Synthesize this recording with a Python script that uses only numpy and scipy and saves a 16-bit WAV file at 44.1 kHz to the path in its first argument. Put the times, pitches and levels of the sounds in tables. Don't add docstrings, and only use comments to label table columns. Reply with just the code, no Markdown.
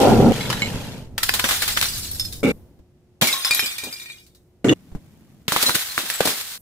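import sys
import numpy as np
from scipy import signal
from scipy.fft import rfft, irfft, next_fast_len
from scipy.io import wavfile
from scipy.ndimage import map_coordinates

SR = 44100
rng = np.random.default_rng(int(sys.argv[2]) if len(sys.argv) > 2 else 0)


def bounce(signal):
    frames = np.transpose(np.atleast_2d(signal))
    limited = np.clip(frames, -1, 1)
    pcm = np.round(limited * 32767).astype(np.int16)
    wavfile.write(sys.argv[1], SR, pcm)


N = 291494
EAR_LAG = 0.00019
TOP_HZ = 15550

# [start_s, cracking_s before the glass gives way, pop_db, pop_hz, splinters_db, large_pieces_db,
#  splash_db, burst_t60_s, thrown_shards_db]
BREAKS = [(1.179, 0.00093, -16, 3500, -19, -20.5, -77, 0.06, -35),
          (1.229, 0.0043, -31, 2530, -11.5, -20, -69, 0.059, -30),
          (1.287, 0.0066, -3.5, 1860, -16.5, -17, -68, 0.026, -43),
          (1.338, .001, -10, 3000, -16, -22, -36, 0.17, -39),
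          (1.391, 0.006, -10, 3700, -18.5, -17.5, -50, 0.053, -29),
          (1.440, 0.0012, -16, 1540, -18.5, -17.5, -28, 0.13, -26.5),
          (1.488, 0.0018, -31, 1990, -18, -22, -63, 0.18, -43),
          (1.508, .002, -12.5, 1440, -24, -27.5, -49, 0.61, -44),
          (1.619, 0.0037, -34, 1420, -18.5, -20.5, -61, 0.092, -27.5),
          (1.677, 0.0019, -25, 1520, -18, -24, -67, 0.17, -30),
          (1.764, 0.01, -7.5, 1500, -29, -20.5, -41, 0.074, -28.5),
          (1.812, 0.0013, -7.5, 2800, -15, -24, -37, .038, -46),
          (1.823, 0.0038, -14, 1670, -17.5, -23, -58, 0.17, -32.5),
          (3.212, .002, -10, 2230, -17.5, -25.5, -28.5, 0.41, -25.5),
          (3.220, 0.00081, -15, 1270, -22.5, -26.5, -18.5, 0.069, -40.5),
          (3.447, 0.00087, -17.5, 1970, -19.5, -28, -64, 0.057, -29),
          (3.508, 0.00083, -33, 1800, -18.5, -27, -64, .08, -45.5),
          (3.593, 0.00071, -10, 1900, -30, -28.5, -71, 0.072, -36.5),
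          (5.480, 0.0012, -8.5, 3190, -18, -18.5, -21.5, 0.035, -25.5),
          (5.520, 0.00098, -11, 1240, -18, -29, -26, 0.16, -26.5),
          (5.562, 0.00096, -8.5, 966, -22, -21.5, -39, 0.14, -27.5),
          (5.624, 0.0036, -17, 1600, -11.5, -22.5, -25.5, 0.085, -29),
          (5.656, 0.039, -10, 1180, -21, -27, -27, 0.11, -42),
          (5.742, .012, -15, 1480, -14, -21, -30, 0.084, -30.5),
          (5.978, 0.00078, -8, 1440, -21.5, -27, -35, 0.16, -29.5),
          (6.1, 0.0006, -19, 2000, -18, -25.5, -57, 0.056, -30.5),
          (6.204, 0.00206, -12, 490, -17.5, -16, -18, 0.047, -27.5),
          (6.252, 0.0029, -19.5, 566, -15.5, -29, -23, 0.11, -37),
          (6.273, .001, -21, 643, -20.5, -26, -36, 0.36, -40)]
# [start_s, ring_db before the trim in tinkles, ring_hz, chips_db]
TINKLES = [(1.885, -22.5, 4890, -38), (1.979, -23, 11230, -38), (2.028, -37, 4000, -53),
           (2.114, -22.5, 11500, -41), (2.197, -19, 5210, -29), (2.198, -24.5, 3570, -39),
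           (2.249, -29.5, 4250, -33), (2.325, -41, 3700, -29), (3.271, -20.5, 2298, -18),
           (3.328, -19, 3830, -23), (3.339, -26.5, 1082, -45), (3.395, -29, 2420, -45.5),
           (3.449, -17, 5100, -37), (3.452, -31, 1080, -36), (3.510, -18.5, 4770, -42),
           (3.535, -24, 4040, -34), (3.547, -15.5, 11800, -18), (3.594, -18.5, 5180, -52),
           (3.598, -23, 4300, -46), (3.641, -21, 7740, -40.5), (3.66, -27, 4900, -24),
           (3.723, -27, 4440, -37.5), (3.781, -35, 4820, -26), (3.837, -31, 3740, -27.5),
           (3.927, -25.5, 4900, -35), (4, -45, 7190, -39.5), (4.197, -66, 4370, -50.5),
           (4.264, -60, 4490, -49.5), (4.348, -57, 3780, -50), (5.664, -10.5, 4030, -32),
           (5.897, -32, 4130, -40), (6.14, -19, 7730, -45), (6.304, -21, 5000, -37)]
# [freq_hz, level_db per Hz]
LARGE_SPECTRUM = [(150, -19), (500, -5.5), (1000, 0), (1600, 5.5), (2800, 3.5), (3600, 4.5), (5000, -31),
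                  (9000, -59)]
# [freq_hz, level_db per Hz]
FINE_SPECTRUM = [(1500, -54), (2800, -16.5), (4000, 5.5), (6000, 1), (9000, 1.5), (12000, -0.5),
                 (15000, 0.5)]
# [freq_hz, level_db per Hz]
HISS_SPECTRUM = [(300, -6), (2000, -5), (6000, -9.5), (15000, -15.5)]


def amp(db):
    return 10 ** (np.asarray(db) / 20)


def unit(x):
    return x / np.sqrt(np.mean(x ** 2) + 1e-20)


def along(points, hz):
    f, v = np.transpose(points)
    return np.interp(np.log(hz + 1), np.log(f), v)


def clock(seconds):
    return np.arange(int(seconds * SR)) / SR


def add(out, s, x):
    i = max(0, round(s * SR))
    out[:, i:i + x.shape[-1]] += x[..., :N - i]


def gate(start, end, release_t60=0.012):
    t = np.arange(N) / SR
    fade_in = np.clip((t - start) / .002, 0, 1)
    return fade_in * amp(-60 * np.maximum(t - end, 0) / release_t60)


def swell(rise, t60, seconds=1.0):
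    t = clock(seconds)
    return np.minimum(t / max(rise, 1e-4), 1) * amp(-60 * np.maximum(t - rise, 0) / t60)


def colour(x, spectrum):
    n = x.shape[-1]
    m = next_fast_len(n + 4096)
    gain = amp(along(spectrum, np.fft.rfftfreq(m, 1 / SR)))
    return unit(irfft(rfft(x, m) * gain, m)[..., :n])


def diffuse(pair, bass_alike=0.86):
    n = pair.shape[-1]
    m = next_fast_len(n)
    likeness = min(bass_alike, 1) * np.sinc(2 * EAR_LAG * np.fft.rfftfreq(m, 1 / SR))
    turn = np.arccos(likeness) / 2
    mid, side = irfft(rfft(pair, m) * [np.cos(turn), np.sin(turn)], m)[:, :n]
    return np.array([mid + side, mid - side])


def ticks(n, rate, spread_db):
    size = amp(spread_db * np.minimum(rng.standard_normal((2, n)), 2)) * rng.choice([-1, 1], (2, n))
    return diffuse(size * (rng.random((2, n)) < rate / SR))


def glass_t60(hz):
    return .15 * (4000 / hz) ** .4


def ring(modes, tick_db, rattle=0.56, split=0.0031, twin_db=-7):
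    t = clock(.3)
    ears = np.array([[1], [-1]])
    out = amp(tick_db - 60 * t / 0.0015) * rng.standard_normal((2, len(t)))
    for hz, db, t60 in modes:
        lag = rng.uniform(-0.62, 0.59) * EAR_LAG * ears
        phase = 2 * np.pi * hz * (t + lag)
        twin = np.sin(phase * (1 + split * rng.normal()) + rng.uniform(0, 2 * np.pi))
        pair = np.sin(phase) + amp(twin_db) * twin
        fade = amp(db + rng.normal(0, 1.5, (2, 1)) - 60 * t / t60)
        out += (hz < TOP_HZ) * fade * pair
    after = rng.uniform(.003, .06, 5)
    jolts = rattle * np.exp(-after / 0.051) * rng.choice([-1, 1], len(after))
    contacts = np.bincount((after * SR).astype(int), jolts)
    contacts[0] = 1
    rattled = signal.fftconvolve(out, contacts[None], axes=1)
    return rattled * np.linalg.norm(out) / np.linalg.norm(rattled)


def shards(rate, pitch_hz, t60, spread_db):
    t = clock(.5 * t60)
    traits = np.clip(rng.standard_normal((int(rate * N / SR), 4)), -2, 2)
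    pitch, size, life, pan = traits.T[:, :, None]
    start, side = rng.random((len(pitch), 2)).T[:, :, None]
    hz = np.minimum(pitch_hz * 2 ** (.75 * pitch), SR / 2.2)
    fade = amp(spread_db * size - 60 * t / (t60 * 2 ** (life / 2)))
    fade = fade * (1 - (t / t[-1]) ** 2)
    where = ((start * N).astype(int) + np.arange(len(t))).ravel()

    def ear(k):
        tone = np.sin(2 * np.pi * hz * (t + k * (side - .5) * EAR_LAG))
        return np.bincount(where, (amp(2 * k * pan) * fade * tone).ravel())[:N]

    return unit(np.array([ear(1), ear(-1)]))


def rolling(chatter_power=1.39, ringing=0.49):
    # [start_s, end_s, rumble_db, chatter_db before the shove, share gone by the end 0-1]
    rolls = [(0, 0.322, -10.5, -31.5, 0.2), (0.32, 1.101, -28, -30.5, .97),
             (2.43, 2.517, -15.5, -25.5, 0.18), (4.643, 4.734, -14, -31, 0.03),
             (4.736, 5.487, -49.5, -64, 0.38)]
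    # [freq_hz, level_db per Hz]
    planks = [
        [(18, -46.5), (30, -2), (85, -8.5), (120, 1.5), (179, -8), (220, 5.5), (369, -9.5), (399, -1),
         (433, -12), (492, -2.5), (607, -15), (785, -9), (1140, -29.5), (1400, -22.5), (1820, -60),
         (3080, -120)],
        [(24, -37), (40, -17), (113, 6), (231, 4), (351, -7), (466, -1.5), (665, -8.5), (844, -21), (1100, -22),
         (1400, -33), (1820, -75), (3080, -120)],
        [(35, -46), (60, -16.5), (100, -11.5), (247, 1.5), (365, -5.5), (457, 0.5), (559, -5.5), (718, -28.5),
         (814, -16.5), (899, -32.5), (1200, -30.5), (1560, -58), (2640, -120)],
        [(35, -44), (60, -35), (124, -2.5), (197, -8.5), (302, 1.5), (499, -8), (566, -18), (641, -17),
         (877, -25), (958, -45), (1200, -28), (1560, -54), (2640, -120)],
        [(30, -20), (100, 2.5), (220, 1), (400, -13), (1300, -29.5), (3000, -32.5)],
    ]
    # [freq_hz, gain_db]
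    hollow = [(150, -23), (400, -3.5), (550, 0), (800, 3), (1100, 3.5), (2000, -5)]
    # [freq_hz, level_db per Hz]
    wine_glass = [(530, -23), (900, -10.5), (1130, -20), (1410, -16), (1850, -18.5), (3380, -15),
                  (4920, -18), (14500, -26), (15400, -41), (16000, -57)]
    # [freq_hz, level_db per Hz]
    soda_glass = [(900, -17), (1400, -8), (1900, -22), (2270, 2.5), (2520, -12), (2740, -4.5), (3200, -24),
                  (3520, -10.5), (4200, -20.5), (8000, -19.5), (15000, -28)]
    # [freq_hz, level_db per Hz]
    beer_glass = [(530, -30.5), (900, -5), (2250, -11), (2830, -20), (4800, -22), (6890, -12), (14700, -37),
                  (16000, -32)]
    deepen_s, hollow_db = .13, -3.5
    shove_db, shove_t60 = 5.5, 0.64

    glasses = [wine_glass, wine_glass, soda_glass, beer_glass, HISS_SPECTRUM]
    t, out = np.arange(N) / SR, np.zeros((2, N))
    bumps = ticks(N, rate=900, spread_db=2)
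    rings = shards(rate=1100, pitch_hz=2400, t60=.025, spread_db=3)
    grit = unit(ticks(N, rate=2000, spread_db=3)) + ringing * rings
    deep = np.clip(t / deepen_s, .2, 1)
    shove = 1 + amp(shove_db - 60 * t / shove_t60)
    lowpass = signal.butter(2, 350, fs=SR, output="sos")
    for (start, end, rumble_db, chatter_db, gone), plank, glass in zip(rolls, planks, glasses):
        left = 1 - min(gone, 1) * np.clip((t - start) / (end - start), 0, 1) ** 2
        wood = colour(bumps, plank)
        bass = signal.sosfilt(lowpass, wood)
        if start < deepen_s:
            hollow_wood = colour(wood - bass, hollow)
            wood = wood * deep + amp(hollow_db) * np.sqrt(1 - deep ** 2) * hollow_wood
        rumble = amp(rumble_db) * left * wood
        chatter = amp(chatter_db) * shove * left ** chatter_power * colour(grit, glass)
        out += gate(start, end) * (rumble + chatter + clinks(start, end))
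    return out


def air(gust_db=3, hum_hz=359, hum_db=-66):
    # [freq_hz, level_db per Hz]
    town_spectrum = [(30, -19.5), (70, -1), (110, -3.5), (220, -8), (330, -12.5), (700, -22.5), (1300, -37),
                     (3000, -55.5)]
    # [freq_hz, level_db per Hz]
    wind_spectrum = [(20, -3.5), (45, -4.5), (80, -2), (115, -4.5), (180, -25), (400, -29.5), (1500, -66)]
    lull_s, lull_takes_s = 2.515, 0.34
    wind_db, town_db, hiss_db = (-39.5, -70), (-43, -57.5), (-63.5, -73)

    t = np.arange(N) / SR
    calm = np.clip((t - lull_s) / lull_takes_s, 0, 1)
    wind, town, hiss = (amp(np.interp(calm, [0, 1], levels)) for levels in (wind_db, town_db, hiss_db))

    def noise(spectrum):
        return colour(diffuse(rng.standard_normal((2, N)), bass_alike=0.89), spectrum)

    drift = map_coordinates(rng.standard_normal(N // 3000 + 4), [np.arange(N) / 3000])
    gusts = unit(amp(gust_db * drift))
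    running = gate(2.52, 4.63)
    hum = amp(hum_db) * running * np.sqrt(2) * np.sin(2 * np.pi * hum_hz * t)
    return wind * gusts * noise(wind_spectrum) + town * noise(town_spectrum) + hiss * noise(HISS_SPECTRUM) + hum


def clinks(start, end, level_db=2, grind_t60=.07, tick_db=-14):
    # [start_s, ring_db before level_db, grinding_db, one_bottle_hz, other_bottle_hz]
    knocking = [(0.409, -28.5, -30, 2174, 3400), (0.501, -22, -16.5, 3000, 4960),
                (0.527, -24, -19.5, 1710, 3920), (0.62, -13.5, -31, 2196, 2960),
                (4.645, -31, -30, 2250, 2820), (4.685, -21.5, -35.5, 1866, 2870),
                (4.694, -15.5, -32.5, 1950, 2868), (4.711, -28, -30.5, 1935, 2740)]
    # [frequency_ratio, level_db]
    bottle = [(1, 0.5), (1.829, -4.5), (2.45, -28), (3.399, -11)]
    # [freq_hz, level_db per Hz]
    grind_spectrum = [(500, -18.5), (1000, 6.5), (2000, 0), (5000, -3.5), (9000, -10), (15000, -14.5)]
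    filled_damping = 0.31

    out, contact = np.zeros((2, N)), swell(.001, grind_t60)
    for s, db, grind_db, hz, other_hz in knocking:
        if start < s < end:
            partials = [(hz * ratio, level) for ratio, level in bottle] + [(other_hz, 1)]
            modes = [(f, level, filled_damping * glass_t60(f)) for f, level in partials]
            add(out, s, amp(db + level_db) * ring(modes, tick_db))
            grinding = colour(ticks(len(contact), rate=5400, spread_db=2.5), grind_spectrum)
            add(out, s, amp(grind_db) * contact * grinding)
    return out


def knocks(level_db=1, t60=0.11):
    # [start_s, level_db before level_db is added]
    thuds = [(0.557, -31), (.742, -23), (2.79, -39.5), (4.917, -33), (4.95, -24.5)]
    wood = [(50, 3), (130, -5.0), (225, -2), (350, -14.5), (600, -22.5), (2000, -38), (12000, -49)]  # (Hz, dB per Hz)
    blows, t = np.zeros((1, N)), clock(.5)
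    for s, db in thuds:
        add(blows, s, amp(db + level_db - 60 * t / t60) * (1 - np.exp(-t / 0.00022)))
    return blows * colour(ticks(N, rate=9000, spread_db=3), wood)


def bursts(splash_life=0.98):
    # [start_s, level_db]
    splats = [(3.552, -44), (3.625, -36.5), (3.829, -38), (3.866, -37.5), (6.03, -38)]
    # [freq_hz, level_db per Hz]
    splash_spectrum = [(40, -28), (110, -5), (250, 6), (500, 1), (800, -3.5), (1600, -19.5), (5000, -53)]
    chip_rise_s, chip_t60, chip_large_db = 0.0011, 0.12, -15
    splat_rise_s, splat_t60 = .004, 0.16

    swells = np.zeros((3, N))
    for s, cracking, _, _, fine_db, large_db, splash_db, t60, _ in BREAKS:
        burst = swell(cracking, t60)
        splash = amp(splash_db) * swell(cracking, splash_life * t60)
        add(swells, s, np.array([amp(fine_db) * burst, amp(large_db) * burst, splash]))
    for s, _, _, chips_db in TINKLES:
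        add(swells[:2], s, amp([[chips_db], [chips_db + chip_large_db]]) * swell(chip_rise_s, chip_t60))
    for s, db in splats:
        add(swells[2:], s, amp(db) * swell(splat_rise_s, splat_t60))
    crackle = ticks(N, rate=13000, spread_db=2.5)
    spectra = [FINE_SPECTRUM, LARGE_SPECTRUM, splash_spectrum]
    return sum(level * colour(crackle, spectrum) for level, spectrum in zip(swells, spectra))


def scatter():
    # [start_s, end_s, stop_t60_s, large_over_fine_db, ringing_against_scraping ratio]
    crashes = [(1.17, 2.409, 0.017, -8, 0.69), (3.2, 4.141, 0.57, 1.5, 1.3), (5.47, 6.578, 0.013, -4, 0.17)]
    spread_s, large_t60, fine_t60 = 0.0091, 1.42, 2.02

    slivers = shards(rate=1100, pitch_hz=6500, t60=.05, spread_db=4)
    pieces = shards(rate=220, pitch_hz=6000, t60=.15, spread_db=4)
    ringing = unit(slivers + pieces)
    scraping = unit(ticks(N, rate=7000, spread_db=3))
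    clumps = amp(1.9 * map_coordinates(rng.standard_normal(N // 700 + 4), [np.arange(N) / 700], order=1))
    throw = np.array([swell(spread_s, t60, seconds=2) for t60 in (large_t60, fine_t60)])
    out = np.zeros((2, N))
    for start, end, stop_t60, large_db, share in crashes:
        power = np.zeros((2, N))
        for s, *_, thrown_db in BREAKS:
            if start < s < end:
                add(power, s, (amp(thrown_db) * throw) ** 2)
        large, fine = np.sqrt(power) * gate(start, end, stop_t60)
        glass = (share * ringing + scraping) * clumps
        out += amp(large_db) * large * colour(glass, LARGE_SPECTRUM) + fine * colour(glass, FINE_SPECTRUM)
    return out


def pops(level_db=8.0, thump_db=-2, decay=3.7, thump_hz=175, edge_s=.00004):
    out, t = np.zeros((2, N)), clock(.1)
    turns = thump_hz * t
    thump = np.sin(2 * np.pi * turns) * 2 * turns * np.exp(1 - 2 * turns)
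    for s, cracking, db, hz, _, _, splash_db, _, _ in BREAKS:
        lag = rng.uniform(-0.52, 0.89) * EAR_LAG * np.array([[1], [-1]])
        u = np.maximum(t + lag, 0)
        pulse = np.sin(2 * np.pi * 3 * np.log1p(hz * u / 2))
        snap = pulse * amp(-60 * u * hz / (2 * decay)) * (1 - np.exp(-u / edge_s))
        add(out, s + cracking, amp(db + level_db) * snap + amp(splash_db + thump_db) * thump)
    return out


def walls(level_db=-8, pitch_hz=2100, octaves=0.66, count=4):
    out = np.zeros((2, N))
    t60 = .055
    for s, cracking, _, _, _, large_db, _, _, _ in BREAKS:
        pitches = pitch_hz * 2 ** (octaves * np.clip(rng.standard_normal(count), -2, 2))
        add(out, s + cracking, amp(large_db + level_db) * ring([(hz, 0, t60) for hz in pitches], tick_db=-10))
    return out


def tinkles(shard_db=2, base_db=1, upper_db=-13, shard_life=0.62, base_life=0.81, tick_db=-5):
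    # [start_s, level_db before base_db]
    bounces = [(3.396, -48), (3.509, -16.5), (3.596, -21), (3.659, -28.5), (3.784, -30), (3.836, -32.5),
               (3.925, -40), (3.998, -35), (4.059, -37), (4.10, -37.5), (4.187, -54)]
    # [freq_hz, level_db]
    base_modes = [(1884, -10.5), (2325, -6), (2374, -9.5), (2418, 1), (3790, -2), (4450, -10.5),
                  (6153, -26.5), (7187, -6.5), (8387, -3.5)]
    out = np.zeros((2, N))
    for s, db, hz, _ in TINKLES:
        upper = np.array([1.4, 1.75, 2.3]) * rng.uniform(.92, 1.08, 3)
        modes = [(hz, 0, shard_life * glass_t60(hz))]
        modes += [(f, upper_db, shard_life * glass_t60(f)) for f in hz * upper]
        add(out, s, amp(db + shard_db) * ring(modes, tick_db))
    base = [(hz, db, base_life * glass_t60(hz)) for hz, db in base_modes]
    for s, db in bounces:
        add(out, s, amp(db + base_db) * ring(base, tick_db=0))
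    return out


def yard(x):
    # [freq_hz, t60_s]
    decay = [(150, 0.15), (1000, 0.19), (4000, 0.31), (15000, 0.97)]
    hz, t, z = signal.stft(rng.standard_normal((2, SR // 2)), SR, nperseg=256)
    fading = z * amp(-60 * t / along(decay, hz)[:, None])
    tail = diffuse(signal.istft(fading, SR, nperseg=256)[1])
    tail *= np.minimum(np.arange(tail.shape[1]) / SR / 0.0062, 1)
    return signal.fftconvolve(x, tail / np.linalg.norm(tail[0]), axes=1)[:, :N]


def scene():
    glass = pops() + walls() + bursts() + tinkles()
    return glass + amp(-9.5) * yard(glass) + scatter() + rolling() + knocks() + air()


def record(dry):
    held = dry / (1 + np.abs(dry) ** 6) ** (1 / 6)
    lowpass = signal.firwin(201, TOP_HZ, fs=SR, window="blackman")
    return signal.fftconvolve(held, lowpass[None], "same", axes=1)


dry = scene()
out = record(dry)
bounce(out)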